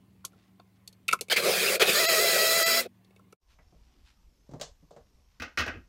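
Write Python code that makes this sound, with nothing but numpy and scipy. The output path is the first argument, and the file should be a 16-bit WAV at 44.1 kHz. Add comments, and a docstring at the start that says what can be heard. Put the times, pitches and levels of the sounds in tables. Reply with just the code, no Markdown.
"""Small blender and its lid

Nuts drop into a small blender, the lid snaps on and the motor runs in two pulses: shaped noise for
the load, tones for the whirling blades. After a fade through silence, hands lift the plastic lid off
the cup and lay it on the counter. Each blow sets off ringing, a thud and a crack; rustling is grainy noise.
A refrigerator hums in the first part, a low rumble fills the second; both channels are the same.
"""
import sys
import numpy as np
from scipy import signal
from scipy.fft import rfft, irfft
from scipy.io import wavfile
from scipy.ndimage import uniform_filter1d

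SR = 44100
rng = np.random.default_rng(int(sys.argv[2]) if len(sys.argv) > 2 else 0)


def volts_from_decibels(level):
    """Turn decibel levels (scalar or array-like) into linear amplitude factors."""
    exponent = np.asarray(level, float) / 20
    return 10 ** exponent


def int16_out(signal):
    """Quantize to a 16-bit WAV file."""
    q = np.round(np.clip(np.atleast_2d(signal).T, -1, 1) * 32767)
    wavfile.write(sys.argv[1], SR, q.astype(np.int16))


N = 259308  # length in samples

# Levels below are those before the fade. Noise colours are relative: their noise is scaled to rms 1.
# refrigerator hum lines: pitch_hz, level_db (rms, before wavering)
HUM = [(86.1, -75.5), (107.7, -67), (188.4, -64)]
# colour of the air in the first part: pitch_hz, level_db (per Hz)
AIR = [(12, -58), (20, -26.5), (42, -24), (85, -6.5), (197, -8), (455, -19), (523, -26.5), (794, -21),
       (965, -27.5), (1050, -22), (1430, -32), (2230, -30), (5000, -41.5), (15700, -40)]
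# colour of the rumble in the second part: pitch_hz, level_db (per Hz)
RUMBLE = [(12, -26), (20, -3.5), (59, 9.5), (76, -8.5), (186, -13.5), (253, -16), (481, -23), (1110, -25),
          (1690, -40.5), (2230, -36.5), (3890, -38.5), (5290, -28), (9240, -42), (14000, -37.5),
          (15700, -77)]
# sleeve, skin and nuts rustling in soft swells: middle_s, length_s, level_db
RUSTLE = [(.42, 0.14, -74), (0.763, 0.03, -77), (3.521, 0.053, -73.5), (3.922, 0.23, -83),
          (4.088, 0.068, -68), (5.358, 0.15, -87)]
# blows on jar, cup and lid (1.284 s is the button's click): start_s, level_db, struck_hz (pitch struck most), #
# thud_db and crack_db (both over level_db)
JAR_BLOWS = [(0.243, -37, 1090, -25, -31), (0.25, -28, 7200, -27, -3), (0.331, -56.5, 1100, -8, -18),
             (0.596, -45, 990, -12, -36), (0.598, -49, 3360, -15, -37), (0.876, -38, 4700, -23, -3.5),
             (0.927, -52, 4620, -17, -5), (1.081, -19.5, 2600, -29, -9), (1.087, -15, 2260, -31, -18.5),
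             (1.112, -23, 2500, -22.5, -17.5), (1.127, -15, 1700, -28.5, -15),
             (1.131, -12, 1376, -23.5, -12), (1.19, -39, 1880, -17, -20), (1.21, -27.5, 6600, -10.5, 0.5),
             (1.211, -34.5, 2300, -13, -22), (1.284, -41, 2500, -8.5, -9), (3.046, -58, 3880, -11.5, -9.5),
             (3.107, -58.5, 2500, -6, -14), (3.162, -53, 2500, -9, -11), (3.193, -51.5, 1032, -10, -18.5),
             (3.325, -46, 1840, -4, -9.5)]
CUP_BLOWS = [(3.587, -57, 1080, -14, -35), (3.723, -63, 396, 4, -32), (4.491, -53.5, 600, -2.5, -24),
             (4.512, -56, 781, 2, -16.5), (4.536, -43.5, 538, 0.5, -26), (4.598, -42.5, 770, -16, -19),
             (4.612, -34, 814, -21, -8.5), (4.825, -69, 300, 6, -20), (4.908, -46, 474, -18, -24.5),
             (4.963, -45.5, 640, -14, -27.5)]
LID_BLOWS = [(5.399, -35, 2000, -12, -20.5), (5.42, -27.5, 1480, -20, -21.5),
             (5.574, -19, 1650, -26.5, -24.5), (5.585, -26, 1670, -17, -14.5), (5.594, -22, 1610, -30, -23),
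             (5.606, -27.5, 1620, -14, -18.5), (5.663, -29.5, 930, -18, -24),
             (5.678, -26, 1610, -20.5, -27.5), (5.736, -45.5, 1900, -1, -33), (5.755, -47.5, 1870, 0, -41)]
# ways each part can ring: pitch_hz, width_hz (at least a ninth of the pitch is used), level_db (relative)
JAR = [(720, 120, -2), (1080, 120, 0), (1335, 150, 2), (2300, 250, 0), (2600, 290, 0), (3600, 400, -1),
       (4350, 300, 2), (6500, 720, -2), (8200, 900, -3)]
CUP = [(478, 52, 9.5), (567, 220, 14), (709, 370, 10.5), (1006, 420, 6.5), (1438, 1600, 10.5),
       (1970, 150, 3), (2500, 300, -12)]
LID = [(500, 330, 10), (700, 760, 12), (1280, 190, 2.5), (1514, 495, 13), (1864, 190, 7.5), (2017, 380, 6),
       (2500, 480, 12), (2860, 250, 2.5), (4200, 460, 1)]
# what each blow shakes underneath: pitch_hz, level_db (relative)
JAR_THUD = [(180, -4.5), (430, -3)]
CUP_THUD = [(150, 2.5), (230, -5)]
LID_THUD = [(76, -2), (260, -8)]
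# each press of the button jolts the resting load: start_s, peak_db (load level)
JOLTS = [(1.299, -15), (1.797, -10.5)]
# the load churning after each jolt, one list a pulse: time_s, load_db, boom_db (over the load)
CHURN = [
    [(1.361, -26, -10), (1.368, -19, -16.5), (1.418, -29.5, -2.5), (1.45, -22.5, -3), (1.48, -22.5, 2.5),
     (1.522, -23.5, -8), (1.758, -23.5, -6.5), (1.788, -47.5, 2), (1.8, -45, -4)],
    [(1.84, -30.5, -10), (1.895, -17, -11), (1.916, -23, -14), (1.95, -22, -8), (2.11, -25, -7.5),
     (2.488, -25, -6.5), (2.806, -26.5, -9), (2.844, -43, -5), (2.866, -48, 13.5), (2.88, -78, 8)],
]
# colour of the roar and its boom: pitch_hz, level_db (per Hz)
ROAR = [(140, -49), (230, -19.5), (292, -26), (398, 0), (469, -1.5), (544, -1), (915, -18), (1330, -7),
        (1950, -8.5), (2510, -2.5), (2830, -10.5), (4100, -7.5), (4900, -9), (5690, -20.5), (8000, -24),
        (10400, -40), (17600, -120)]
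# colour of the fine spray: pitch_hz, level_db (per Hz)
SPRAY = [(3240, -29), (5500, -5.5), (5870, -5), (6880, -2), (7410, -4.5), (7990, -2), (8610, -3.5),
         (12200, -5), (13300, -4.5), (15700, -6)]
# the churning noise thins briefly: middle_s, length_s, level_db
THINS = [(2.072, .027, -20), (2.648, .027, -20)]
# pitch of the passing blades at full speed, sagging with the load: time_s, pitch_hz
WHINE = [(1.94, 570.1), (1.952, 593.2), (1.982, 604.1), (2.004, 681.4), (2.054, 634.0), (2.08, 678.2),
         (2.124, 643.4), (2.138, 657.7), (2.184, 627.8), (2.218, 682.2), (2.394, 638.3), (2.422, 654.5),
         (2.456, 640.8), (2.584, 673.1), (2.616, 652.6), (2.682, 666.6), (2.738, 656.4), (2.815, 685.5)]
# tones above and including the blade pitch: multiple, level_db (over the whine)
OVERTONES = [(1, 0), (2, -4), (3, 1.5), (4, -9), (5, -10), (6, -5), (7, -5.5), (8, -5.5)]
# housing that sings at full speed: pitch_hz, width_hz, level_db (over the whine, 3 dB added later)
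HOUSING = [(4066, 120, -3.5), (4735, 130, -7), (5344, 90, -11), (6830, 400, -7.5), (7750, 80, -14),
           (13400, 800, -8)]
# motor tones of steady average pitch: pitch_hz, level_db (rms, before wavering)
BUZZ = [(2399, -52), (2800, -55.5), (3199, -48), (4750, -50), (5240, -45)]
# fade through silence: time_s, level_db
FADE = [(3.332, -1), (3.36, -27.5), (3.375, -58), (3.385, -57.5), (3.42, -7), (3.499, 2)]


def evened(x):
    """Scales to rms 1."""
    return x / np.sqrt(np.mean(x ** 2) + 1e-20)


def read(points, hz):
    """Reads a spectrum on a log-frequency axis."""
    f, value = np.transpose(points)
    return np.interp(np.log(hz + 1), np.log(f + 1), value)


def add(mix, s, sound):
    """Mixes a sound in from time s."""
    part = mix[round(s * SR):][:len(sound)]
    part += sound[:len(part)]


def band(x, low_hz, high_hz, order=2):
    """Keeps the pitches between two edges."""
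    edges = [low_hz, min(high_hz, SR / 2 - 2000)]
    return signal.sosfilt(signal.butter(order, edges, "band", fs=SR, output="sos"), x)


def resonate(x, hz, width):
    """Rings at one pitch, with gain 1 there; a wider resonance dies sooner."""
    return signal.lfilter(*signal.iirpeak(hz, hz / width, SR), x)


def slow(size, seconds):
    """Smooth random wavering of rms 1."""
    span = int(seconds * SR)
    once = uniform_filter1d(rng.standard_normal(size), span)
    return evened(uniform_filter1d(once, span))


def noise(colour_db, patchy_db, size=1024):
    """Noise of a given colour, built from short random spectra with drifting patches."""
    hz = np.fft.rfftfreq(size, 1 / SR)
    a, b, patches = rng.standard_normal((N * 4 // size + 5, len(hz), 3)).T
    patches = uniform_filter1d(patches, 9, 0)  # smooth over pitch
    patches = evened(uniform_filter1d(patches, 7, 1))  # smooth over time
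    spectra = (a + 1j * b) * volts_from_decibels(colour_db(hz)[:, None] + patchy_db * patches)
    sound = signal.istft(spectra, nperseg=size, noverlap=size - size // 4)[1]
    return evened(sound[:N])


def fridge():
    """Steady compressor tones that waver in strength and timing, over the noise of the room air."""
    t = np.arange(N) / SR
    lines = np.zeros(N)
    for hz, db in HUM:
        turns = hz * t + 0.06 * slow(N, 0.08)
        lines += volts_from_decibels(db + 0.89 * slow(N, 0.074)) * np.sin(2 * np.pi * turns)
    air = noise(lambda hz: read(AIR, hz), patchy_db=3.0, size=2048)
    return np.sqrt(2) * lines + volts_from_decibels(-64.5) * air


def rustle():
    """Soft friction noise with a fine grain: swells over a faint steady rub."""
    t = np.arange(N) / SR
    rub_db = -82
    level = volts_from_decibels(rub_db)
    for s, length, db in RUSTLE:
        level = level + volts_from_decibels(db) * np.exp(-(2 * (t - s) / length) ** 2)
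    grain = volts_from_decibels(2.5 * slow(N, 0.002))
    return level * evened(band(rng.standard_normal(N), 980, 4700) * grain)


def blow(row, modes, thuds, t60, top_hz, hit_s, room_db, room_hz, spread_db, tick_db, clatter_db):
    """A short contact and its duller room echoes drive the ringing near the pitch struck, a thud and a crack."""
    s, level_db, struck_hz, thud_db, crack_db = row
    t = np.arange(SR // 2) / SR
    a, b, c, d = rng.standard_normal((4, len(t)))
    contact = np.exp(-t / hit_s)
    fall_db = -60 * t / max(t60, 0.01)  # echoes lose 60 dB in t60 seconds
    echo = volts_from_decibels(room_db + fall_db)
    drive = a * contact + band(d, 300, room_hz, order=4) * echo

    ring = np.zeros(len(t))
    for hz, width, db in modes:
        width = max(width, hz / 9)  # plastic damps every mode
        near_db = db - spread_db * np.log2(hz / struck_hz) ** 2  # weaker away from the pitch struck
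        ring += volts_from_decibels(near_db) * resonate(resonate(drive, hz, width), hz, width) * np.sqrt(1000 / width)
    body = ring / abs(ring).max() + volts_from_decibels(clatter_db) * drive
    # a soft blow reaches only modes near its own pitch
    body = band(body, struck_hz / 4, struck_hz * 3.2, order=3)

    shaken = evened(sum(volts_from_decibels(db) * resonate(resonate(b, hz, hz / 2), hz, hz / 2) for hz, db in thuds))
    thud = shaken * volts_from_decibels(thud_db) * (np.exp(-t / (3 * hit_s)) + echo)

    tick = volts_from_decibels(tick_db + fall_db) * band(c, 7500, 16500)
    treble = evened(band(c, 2800, top_hz, order=4)) + tick
    crack = treble * volts_from_decibels(crack_db) * (contact + echo)
    return s, volts_from_decibels(level_db) * (body + thud + crack)


def jar_blow(row):
    """A blow on the jar, or the click of the button just before the motor starts: short contact, bright crack
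    and ringing close to the pitch struck."""
    return blow(row, JAR, JAR_THUD, t60=0.073, top_hz=13000, hit_s=0.0036, room_db=-9.5, room_hz=8050,
                spread_db=22, tick_db=-6.5, clatter_db=-15)


def thinning(t):
    """Gain of the brief dips in the churning noise."""
    return volts_from_decibels(sum(db * np.exp(-(2 * (t - at) / length) ** 6) for at, length, db in THINS))


def churn():
    """Liquid and pieces thrown round the jar: roar, a boomy air cavity, fine spray, the base shaking."""
    jolt_start_db, jolt_rise_s, jolt_fall_db_per_s = -12, 0.027, 619
    jolt_boom_db, jolt_spray_db, jolt_shake_db = -11.5, -13.5, -36  # over the jolt
    # over the load, one end value a pulse: spray grows as the load is flung higher,
    # the base shakes less once the blades turn freely
    spray_from_db, spray_to_db = -13, [-5.5, -2]
    shake_from_db, shake_to_db = -16.5, [-25.5, -29]
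    settle_s = 0.13
    # spray loses this much more for every dB that the load sinks under churning_db
    churning_db, coast_spray_share = -28, 0.51

    t = np.arange(N) / SR
    grit = volts_from_decibels(0.76 * slow(N, 0.0011))  # pieces striking blades and wall make the noise lumpy
    full = rfft(noise(lambda hz: read(ROAR, hz), patchy_db=3.0) * grit)
    low = 1 / (1 + (np.fft.rfftfreq(N, 1 / SR) / 800) ** 8)  # boom below 800 Hz, roar above
    boom = evened(irfft(full * low, N))
    roar = evened(irfft(full * (1 - low), N))
    spray = noise(lambda hz: read(SPRAY, hz), patchy_db=2.0)
    shake = evened(band(rng.standard_normal(N), 150, 210))

    out = np.zeros(N)
    for (on, jolt_db), rows, spray_end_db, shake_end_db in zip(JOLTS, CHURN, spray_to_db, shake_to_db):
        since = np.maximum(t - on, 0)
        rise_db = jolt_start_db * (1 - since / jolt_rise_s)
        drop_db = -jolt_fall_db_per_s * (since - jolt_rise_s)
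        kick = (t > on) * volts_from_decibels(jolt_db + np.minimum(rise_db, drop_db))

        s, row_load_db, row_boom_db = np.transpose(rows)
        load_db = np.interp(t, s, row_load_db, -150, -150)
        load = volts_from_decibels(load_db)
        fresh = np.exp(-since / settle_s)  # fades from 1 as the load settles
        coast_db = coast_spray_share * np.minimum(load_db - churning_db, 0)
        boom_db = np.interp(t, s, row_boom_db)
        spray_db = coast_db + spray_end_db + (spray_from_db - spray_end_db) * fresh
        shake_db = shake_end_db + (shake_from_db - shake_end_db) * fresh

        # hypot joins jolt and load by power
        out += np.hypot(kick, load) * volts_from_decibels(-3.5) * roar
        out += np.hypot(kick * volts_from_decibels(jolt_boom_db), load * volts_from_decibels(boom_db)) * boom
        out += np.hypot(kick * volts_from_decibels(jolt_spray_db), load * volts_from_decibels(spray_db)) * spray
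        out += np.hypot(kick * volts_from_decibels(jolt_shake_db), load * volts_from_decibels(shake_db)) * shake
    return out * thinning(t)


def whine():
    """Blade tone and overtones, shaken and blurred by the uneven load, with singing housing and motor buzz."""
    whine_db, edge_s = -33, 0.02
    s, speed_hz = np.transpose(WHINE)
    t = np.arange(s[0], s[-1], 1 / SR)
    size = len(t)
    shaking = 1 + 0.003 * slow(size, 0.004) + 0.006 * slow(size, 0.014)
    turns = np.cumsum(np.interp(t, s, speed_hz) * shaking) / SR

    tones = np.zeros(size)
    for k, db in OVERTONES:
        slip = 0.0003 * k ** 2 * slow(size, 0.003)  # blurs high overtones most
        tones += volts_from_decibels(db + 2.0 * slow(size, 0.016)) * np.sin(2 * np.pi * k * (turns + slip))

    air = rng.standard_normal(size)
    for hz, width, db in HOUSING:
        tones += volts_from_decibels(db) * evened(resonate(resonate(air, hz, width), hz, width))

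    buzz = np.zeros(size)
    for hz, db in BUZZ:
        buzz_turns = hz * t + 0.04 * slow(size, 0.13)
        buzz += volts_from_decibels(db + 6.9 * slow(size, 0.03)) * np.sin(2 * np.pi * buzz_turns)

    edges = signal.windows.tukey(size, 2 * edge_s / (s[-1] - s[0]))
    return s[0], np.sqrt(2) * (volts_from_decibels(whine_db) * tones + buzz) * edges


def drone():
    """A single low tone that swells, then fades while its pitch sinks steadily throughout."""
    start_s, peak_s, peak_db = 2.66, 2.79, -45.5
    swell_db_per_s, fall_db_per_s = 59.5, 152.5
    start_hz, sag_hz_per_s = 248, 40
    t = np.arange(SR // 2) / SR
    past = t + start_s - peak_s
    level_db = peak_db + np.minimum(swell_db_per_s * past, -fall_db_per_s * past)
    turns = start_hz * t - sag_hz_per_s * t ** 2 / 2
    tone = np.sin(2 * np.pi * turns) * signal.windows.tukey(len(t), 0.1)
    return start_s, np.sqrt(2) * volts_from_decibels(level_db) * tone


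def second_room():
    """Low rumble of the quieter room, as patchy coloured noise."""
    return volts_from_decibels(-64) * noise(lambda hz: read(RUMBLE, hz), patchy_db=3.0, size=2048)


def cup_blow(row):
    """A blow on the cup: broad low ringing with strong, dull echoes."""
    return blow(row, CUP, CUP_THUD, t60=0.19, top_hz=7460, hit_s=0.004, room_db=2.5, room_hz=3035,
                spread_db=8, tick_db=-14.5, clatter_db=-10.0)


def lid_blow(row):
    """A blow of the lid: longer contact, broad ringing and the longest echoes."""
    return blow(row, LID, LID_THUD, t60=0.22, top_hz=6040, hit_s=0.0063, room_db=1.5, room_hz=3000,
                spread_db=6.5, tick_db=-10.0, clatter_db=-40)


def scene():
    """Both parts, each with its own background, on two equal channels."""
    second_part_s = 3.38
    background = np.where(np.arange(N) < second_part_s * SR, fridge(), second_room())
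    mix = background + rustle() + churn()
    add(mix, *whine())
    add(mix, *drone())
    for row in JAR_BLOWS:
        add(mix, *jar_blow(row))
    for row in CUP_BLOWS:
        add(mix, *cup_blow(row))
    for row in LID_BLOWS:
        add(mix, *lid_blow(row))
    return np.array([mix, mix])


def low_pass(x):
    """Removes everything above the highest recorded frequency."""
    return signal.sosfilt(signal.butter(12, 16860, fs=SR, output="sos"), x)


def record(dry):
    """Removes the highest treble and fades through silence between the parts."""
    edge = signal.firwin(255, 15850, window=("kaiser", 8), fs=SR)  # keeps what lies below 15850 Hz
    limited = signal.oaconvolve(dry, edge[None], "same")
    s, db = np.transpose(FADE)
    finished = limited * volts_from_decibels(np.interp(np.arange(N) / SR, s, db))
    return low_pass(finished)


dry = scene()
out = record(dry)
int16_out(out)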